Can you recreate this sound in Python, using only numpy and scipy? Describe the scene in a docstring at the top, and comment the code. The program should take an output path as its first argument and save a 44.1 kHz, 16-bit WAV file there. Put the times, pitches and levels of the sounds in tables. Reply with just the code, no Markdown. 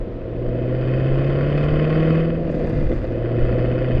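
"""A V8 booms and rasps up through the revs, lifts off with a burble, then pulls again in the next gear.
Eight uneven firings a cycle ring two exhaust pipes and puff out of the tips; unburnt fuel goes off
once in each pull, first a crack, then a pop. Wind buffets a microphone on the car's flank;
the tyres roar and flick grit at the body."""
import sys
import numpy as np
from scipy import signal
from scipy.fft import rfft, irfft, next_fast_len
from scipy.io import wavfile
from scipy.ndimage import uniform_filter1d

SR = 44100
rng = np.random.default_rng(int(sys.argv[2]) if len(sys.argv) > 2 else 0)


def persist_wave(psi):
    """Save psi, clipped to +-1, as 16-bit WAV."""
    counts = np.round(np.clip(psi, -1, 1) * 32767).astype(np.int16)
    wavfile.write(sys.argv[1], SR, np.atleast_2d(counts).T)


N = 176400
TIME_S = np.arange(N) / SR

# exhaust tip response: f/Hz, gain/dB
TIP_SPECTRUM = [(440, -22), (750, -1.5), (900, -11.5), (1070, -0.5), (1240, -5), (1380, 0), (1620, -5.5),
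                (1780, -2), (2080, -3.5), (2320, -12.5), (2560, -1), (2750, -17.5), (2930, -7.5),
                (3150, -9.5), (3350, -19.5), (3550, -16.5), (4020, -34.5), (4270, -19.5), (4420, -27),
                (4720, -18.5), (5400, -37), (6300, -43), (7200, -42.5), (9000, -55.5), (12000, -76.5)]
# turbulent gas in the pipes: f/Hz, gain/dB
GAS_SPECTRUM = [(60, -21.5), (110, -3), (190, -1.5), (245, 0.5), (285, -1.5), (340, 1.5), (410, -10.5),
                (510, 0.5), (570, -5.5), (650, -9), (740, -17.5), (830, -29.5), (2000, -73.5), (8000, -140)]


def amp(db):
    """dB to gain."""
    return 10 ** (np.asarray(db) / 20)


def unit(x):
    """Scale to rms 1."""
    return x / np.sqrt(np.mean(x ** 2) + 1e-20)


def steady(x):
    """Scale to running rms 1 over 0.2 s."""
    return x / np.sqrt(np.abs(uniform_filter1d(x ** 2, size=8820)) + 1e-20)


def curve(rows):
    """One value per sample from (t/s, value) rows."""
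    return np.interp(TIME_S, *np.transpose(rows))


def colour(x, points):
    """Minimum-phase filter from (f/Hz, gain/dB) rows."""
    m = 2 * next_fast_len(N // 2 + SR // 4)
    hz, db = np.transpose(points)
    gain_db = np.interp(np.log(np.fft.rfftfreq(m, 1 / SR) + 1), np.log(hz + 1), db)
    cepstrum = irfft(np.log(amp(gain_db)), m)
    cepstrum[1:m // 2] *= 2
    cepstrum[m // 2 + 1:] = 0
    return irfft(rfft(x, m) * np.exp(rfft(cepstrum)), m)[:N]


def impulses(times_s, sizes):
    """Single-sample kicks."""
    samples = np.round(np.asarray(times_s) * SR).astype(int)
    return np.bincount(np.clip(samples, 0, N), sizes, N + 1)[:N]


def fade(x, decay_s):
    """Exponential tail on every kick."""
    return signal.lfilter([1], [1, -np.exp(-1 / (decay_s * SR))], x)


def noise():
    """White noise."""
    return rng.standard_normal(N)


def coasting(t):
    """0 on throttle, 1 with the pedal lifted."""
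    lift_s, resume_s, pedal_s = 2.42, 3.12, 0.19
    return np.clip(np.minimum(t - lift_s, resume_s - t) / pedal_s + .5, 0, 1)


def firings(phase):
    """Uneven cylinder pulses for the two pipes and the tips; the pipe pulses go ragged when coasting."""
    # in firing order: strength/dB, delay/ms, share into second pipe/0-1, tip puff/dB
    cylinders = [(3.37, 0.03, 0.42, -1.0), (4.18, 0.09, 0.86, -1.0), (2.66, 0.01, 0.47, 1.5),
                 (-2.12, -0.44, 0.65, -1.0), (2.56, -0.27, 0.0, -4.0), (-1.21, -0.52, 0.4, 4.5),
                 (-3.33, 0.84, 1.0, 4.0), (2.78, -0.24, 0.4, -2.0)]
    jitter_ms, burble_ms, tip_delay_s = .03, .62, .0003
    scatter_db, burble_db, puff_scatter_db = .5, 1.8, 1.5
    count = np.arange(int(phase[0]) + 1, int(phase[-1]))
    fire_s = np.interp(count, phase, TIME_S)
    db, delay_ms, share, puff_db = np.array(cylinders)[count % len(cylinders)].T
    size, slip, spit = rng.standard_normal((len(count), 3)).T
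    shut = coasting(fire_s)
    arrival_s = fire_s + (delay_ms + slip * (jitter_ms + burble_ms * shut)) / 1000
    sizes = amp(db + size * (scatter_db + burble_db * shut))
    pipe_pulses = np.array([impulses(arrival_s, sizes * side) for side in (1 - share, share)])
    tip_pulses = impulses(fire_s + tip_delay_s, amp(puff_db + puff_scatter_db * spit))
    return pipe_pulses, tip_pulses


def boom(phase):
    """Exhaust tone at the firing rate."""
    # envelope: t/s, relative level/dB
    levels = [(0.0, -35.5), (0.15, -33.5), (0.59, -22.5), (1.07, -18), (2.19, -20.5), (2.41, -29.5),
              (2.46, -36.5), (2.62, -26), (3.03, -29.5), (3.36, -20), (3.96, -21)]
    return unit(np.cos(2 * np.pi * phase)) * amp(curve(levels) - 1.5)


def pipe_ring(pipe_pulses):
    """Each pipe rings the resonances in its own way; the silencer dulls the sum."""
    # resonances: f/Hz, width/Hz, signed gain in first pipe, in second
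    modes = [(162.09, 22.0, 1.29, 0.16), (266.97, 73.13, -0.31, 0.35), (333.12, 51.0, -1.69, 0.54),
             (346.91, 22.09, 0.44, -0.38), (355.54, 109.76, 1.05, -0.34), (447.14, 39.87, 0.34, 0.01),
             (479.84, 63.64, -0.46, 0.6), (524.79, 96.16, -0.65, 0.14), (521.69, 47.13, 1.2, -1.17),
             (618.92, 43.95, 0.31, -0.08), (668.7, 28.57, -0.1, 0.22)]
    # silencer response: f/Hz, gain/dB
    silencer = [(60, -15), (170, -5.5), (230, -3), (300, 1), (520, -.5), (640, 2.5), (700, 1.5), (760, -4),
                (840, -25.5), (1100, -33), (2000, -61.5), (8000, -120)]
    m = next_fast_len(N + SR // 2)
    f = np.fft.rfftfreq(m, 1 / SR)
    response = sum(np.outer(gains, 1j * f * width_hz / (hz * hz - f * f + 1j * f * width_hz))
                   for hz, width_hz, *gains in modes)
    ringing = irfft((rfft(pipe_pulses, m) * response).sum(axis=0), m)[:N]
    return colour(ringing, silencer)


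def pipes(pipe_pulses, flow, shut):
    """Pipe ring leads on throttle, turbulent gurgle when coasting."""
    # envelope: t/s, relative level/dB
    levels = [(0.0, -36), (0.05, -32), (0.11, -36), (0.5, -27.5), (1.65, -24.5), (2.09, -21), (2.44, -26),
              (2.62, -24), (2.88, -28.5), (2.91, -21), (2.95, -31.5), (3.1, -27.5), (3.58, -24.5),
              (4.0, -26)]
    gurgle_pull_db, ring_coast_db = -5.5, -7
    gurgle = steady(colour(flow * noise(), GAS_SPECTRUM)) * amp((1 - shut) * gurgle_pull_db)
    ring = steady(pipe_ring(pipe_pulses)) * amp(shut * ring_coast_db)
    return (ring + gurgle) * amp(curve(levels) + 1)


def tip_rasp(phase, tip_pulses, flow, shut):
    """Gas puffs from the tips: rasp, crackle and whine on throttle, spitting when coasting."""
    # envelope: t/s, relative level/dB
    levels = [(0.0, -57), (0.16, -56.5), (0.88, -39), (1.94, -34), (2.17, -34.5), (2.39, -46),
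              (2.68, -42.5), (3.14, -45), (3.45, -39), (3.96, -38.5)]
    # whining orders: multiple of firing rate, level before tip response/dB
    orders = [(7, -13), (7.875, -13.5)]
    # tips with throttle shut: f/Hz, gain/dB
    coast_spectrum = [(440, -29.5), (800, 3), (1150, 2), (1550, 1.5), (1780, 4.5), (2080, 3), (2240, -9),
                      (2450, 0.5), (3100, -12), (3550, -10), (3900, -18.5), (4750, -12.5), (5400, -25),
                      (6600, -34), (8000, -43.5), (12000, -52.5)]
    puffs = flow * noise()
    rasp = amp(-.8) * steady(colour(puffs, TIP_SPECTRUM))
    crackle = amp(-15) * steady(colour(tip_pulses, TIP_SPECTRUM))
    whine = sum(amp(db) * unit(np.sin(2 * np.pi * order * phase)) for order, db in orders)
    pulling = rasp + crackle + colour(whine, TIP_SPECTRUM)
    spitting = steady(colour(puffs, coast_spectrum))
    return amp(curve(levels)) * ((1 - shut) * pulling + shut * spitting)


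def exhaust():
    """One train of firings drives boom, pipes and tips."""
    # firing rate: t/s, f/Hz
    firing_rate = [(0, 117.4), (.15, 118.05), (.26, 113.6), (.42, 121.3), (.57, 120.7), (.72, 125.1),
                   (1, 131.1), (1.5, 144), (2, 157.5), (2.27, 162.6), (2.46, 164.15), (2.66, 152.5),
                   (2.88, 142.9), (3.08, 113.15), (3.18, 117.2), (3.52, 120.25), (3.85, 124.8), (4, 125.3)]
    phase = 3.6 + np.cumsum(curve(firing_rate)) / SR  # in firings
    pipe_pulses, tip_pulses = firings(phase)
    shut = coasting(TIME_S)
    flow = unit(fade(tip_pulses, decay_s=.0028)) + .7  # puffs on a steady stream
    return boom(phase) + pipes(pipe_pulses, flow, shut) + tip_rasp(phase, tip_pulses, flow, shut)


def wind():
    """Low buffeting and a few hard slaps on the microphone."""
    # buffeting: f/Hz, gain/dB
    spectrum = [(6, -27.5), (18, 17), (35, 14), (55, 11.5), (90, 9), (180, -2.5), (500, -70.5)]
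    # gusts: t/s, level/dB
    gusts = [(0.0, -19), (0.05, -32.5), (1.48, -27), (1.6, -28), (1.74, -19.5), (1.77, -27.5),
             (2.56, -29.5), (2.83, -19.5), (3.34, -33), (3.43, -23), (3.51, -24), (3.91, -29.5),
             (3.95, -22), (4.0, -19)]
    # pressure slaps: t/s, level/dB, polarity
    slaps = [(.485, -19, -1), (1.129, -17, 1), (1.73, -18, 1), (2.85, -16, -1), (3.431, -11, 1),
             (3.955, -18, -1)]
    slap_s = .016
    pressure = steady(colour(noise(), spectrum)) * amp(curve(gusts))
    for at_s, db, polarity in slaps:
        u = (TIME_S - at_s) / slap_s
        pressure += polarity * amp(db) * (1 - 2 * u ** 2) * np.exp(-u ** 2)
    return pressure


def tyres():
    """Steady road roar and grit ticking on the body; while coasting the exhaust crackles with a fine high
    sizzle."""
    # road roar: f/Hz, gain/dB
    road_spectrum = [(40, -13.5), (120, -0.5), (300, 4.5), (520, -0.5), (700, -12.5), (850, -13.5),
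                     (2000, -22), (3300, -30.5), (5000, -41.5), (6000, -48), (8000, -59.5), (13000, -75.5)]
    # sizzle: f/Hz, gain/dB
    sizzle_spectrum = [(1500, -25), (4000, -5), (6600, 0), (8200, -7), (9200, -22), (11000, -48)]
    # grit strikes: t/s, level before filter/dB
    strikes = [(1.645, -41), (2.695, -42), (2.93, -49), (3.424, -48), (3.472, -50)]
    # tick on the body: f/Hz, gain/dB
    tick_spectrum = [(1500, -25), (4000, -4), (6600, -4.5), (8200, -8.5), (10000, -11), (13000, -19)]
    road_db, grains_per_s = -36, 260
    position, size = rng.random((int(grains_per_s * N / SR), 2)).T
    grain_s = position * N / SR
    grains = impulses(grain_s, coasting(grain_s) * amp(-69 + 10 * size))
    sizzle = fade(grains, decay_s=.003) * noise()
    strike_s, strike_db = np.transpose(strikes)
    grit = fade(impulses(strike_s, amp(strike_db)), decay_s=.0018) * noise()
    roar = amp(road_db) * unit(colour(noise(), road_spectrum))
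    return roar + colour(sizzle, sizzle_spectrum) + colour(grit, tick_spectrum)


def afterfire():
    """Unburnt fuel goes off twice: a crack at the tips, a thudding pop in the pipes."""
    crack_s, crack_peak_db = 1.577, -22.5
    pop_s, pop_peak_db = 3.9, -15
    burst = fade(impulses([crack_s], [1]), decay_s=.0053) * noise()
    crack = colour(burst, TIP_SPECTRUM)
    pop = colour(impulses([pop_s], [1]), GAS_SPECTRUM)
    return amp(crack_peak_db) * crack / np.abs(crack).max() + amp(pop_peak_db) * pop / np.abs(pop).max()


def scene():
    """Mono sum at the bodywork."""
    return (exhaust() + afterfire() + wind() + tyres())[None]


def record(dry):
    """Brick-wall low-pass."""
    cutoff_hz = 13500
    m = next_fast_len(N + SR // 2)
    passband = np.fft.rfftfreq(m, 1 / SR) < cutoff_hz
    return irfft(rfft(dry, m) * passband, m)[..., :N]


dry = scene()
out = record(dry)
persist_wave(out)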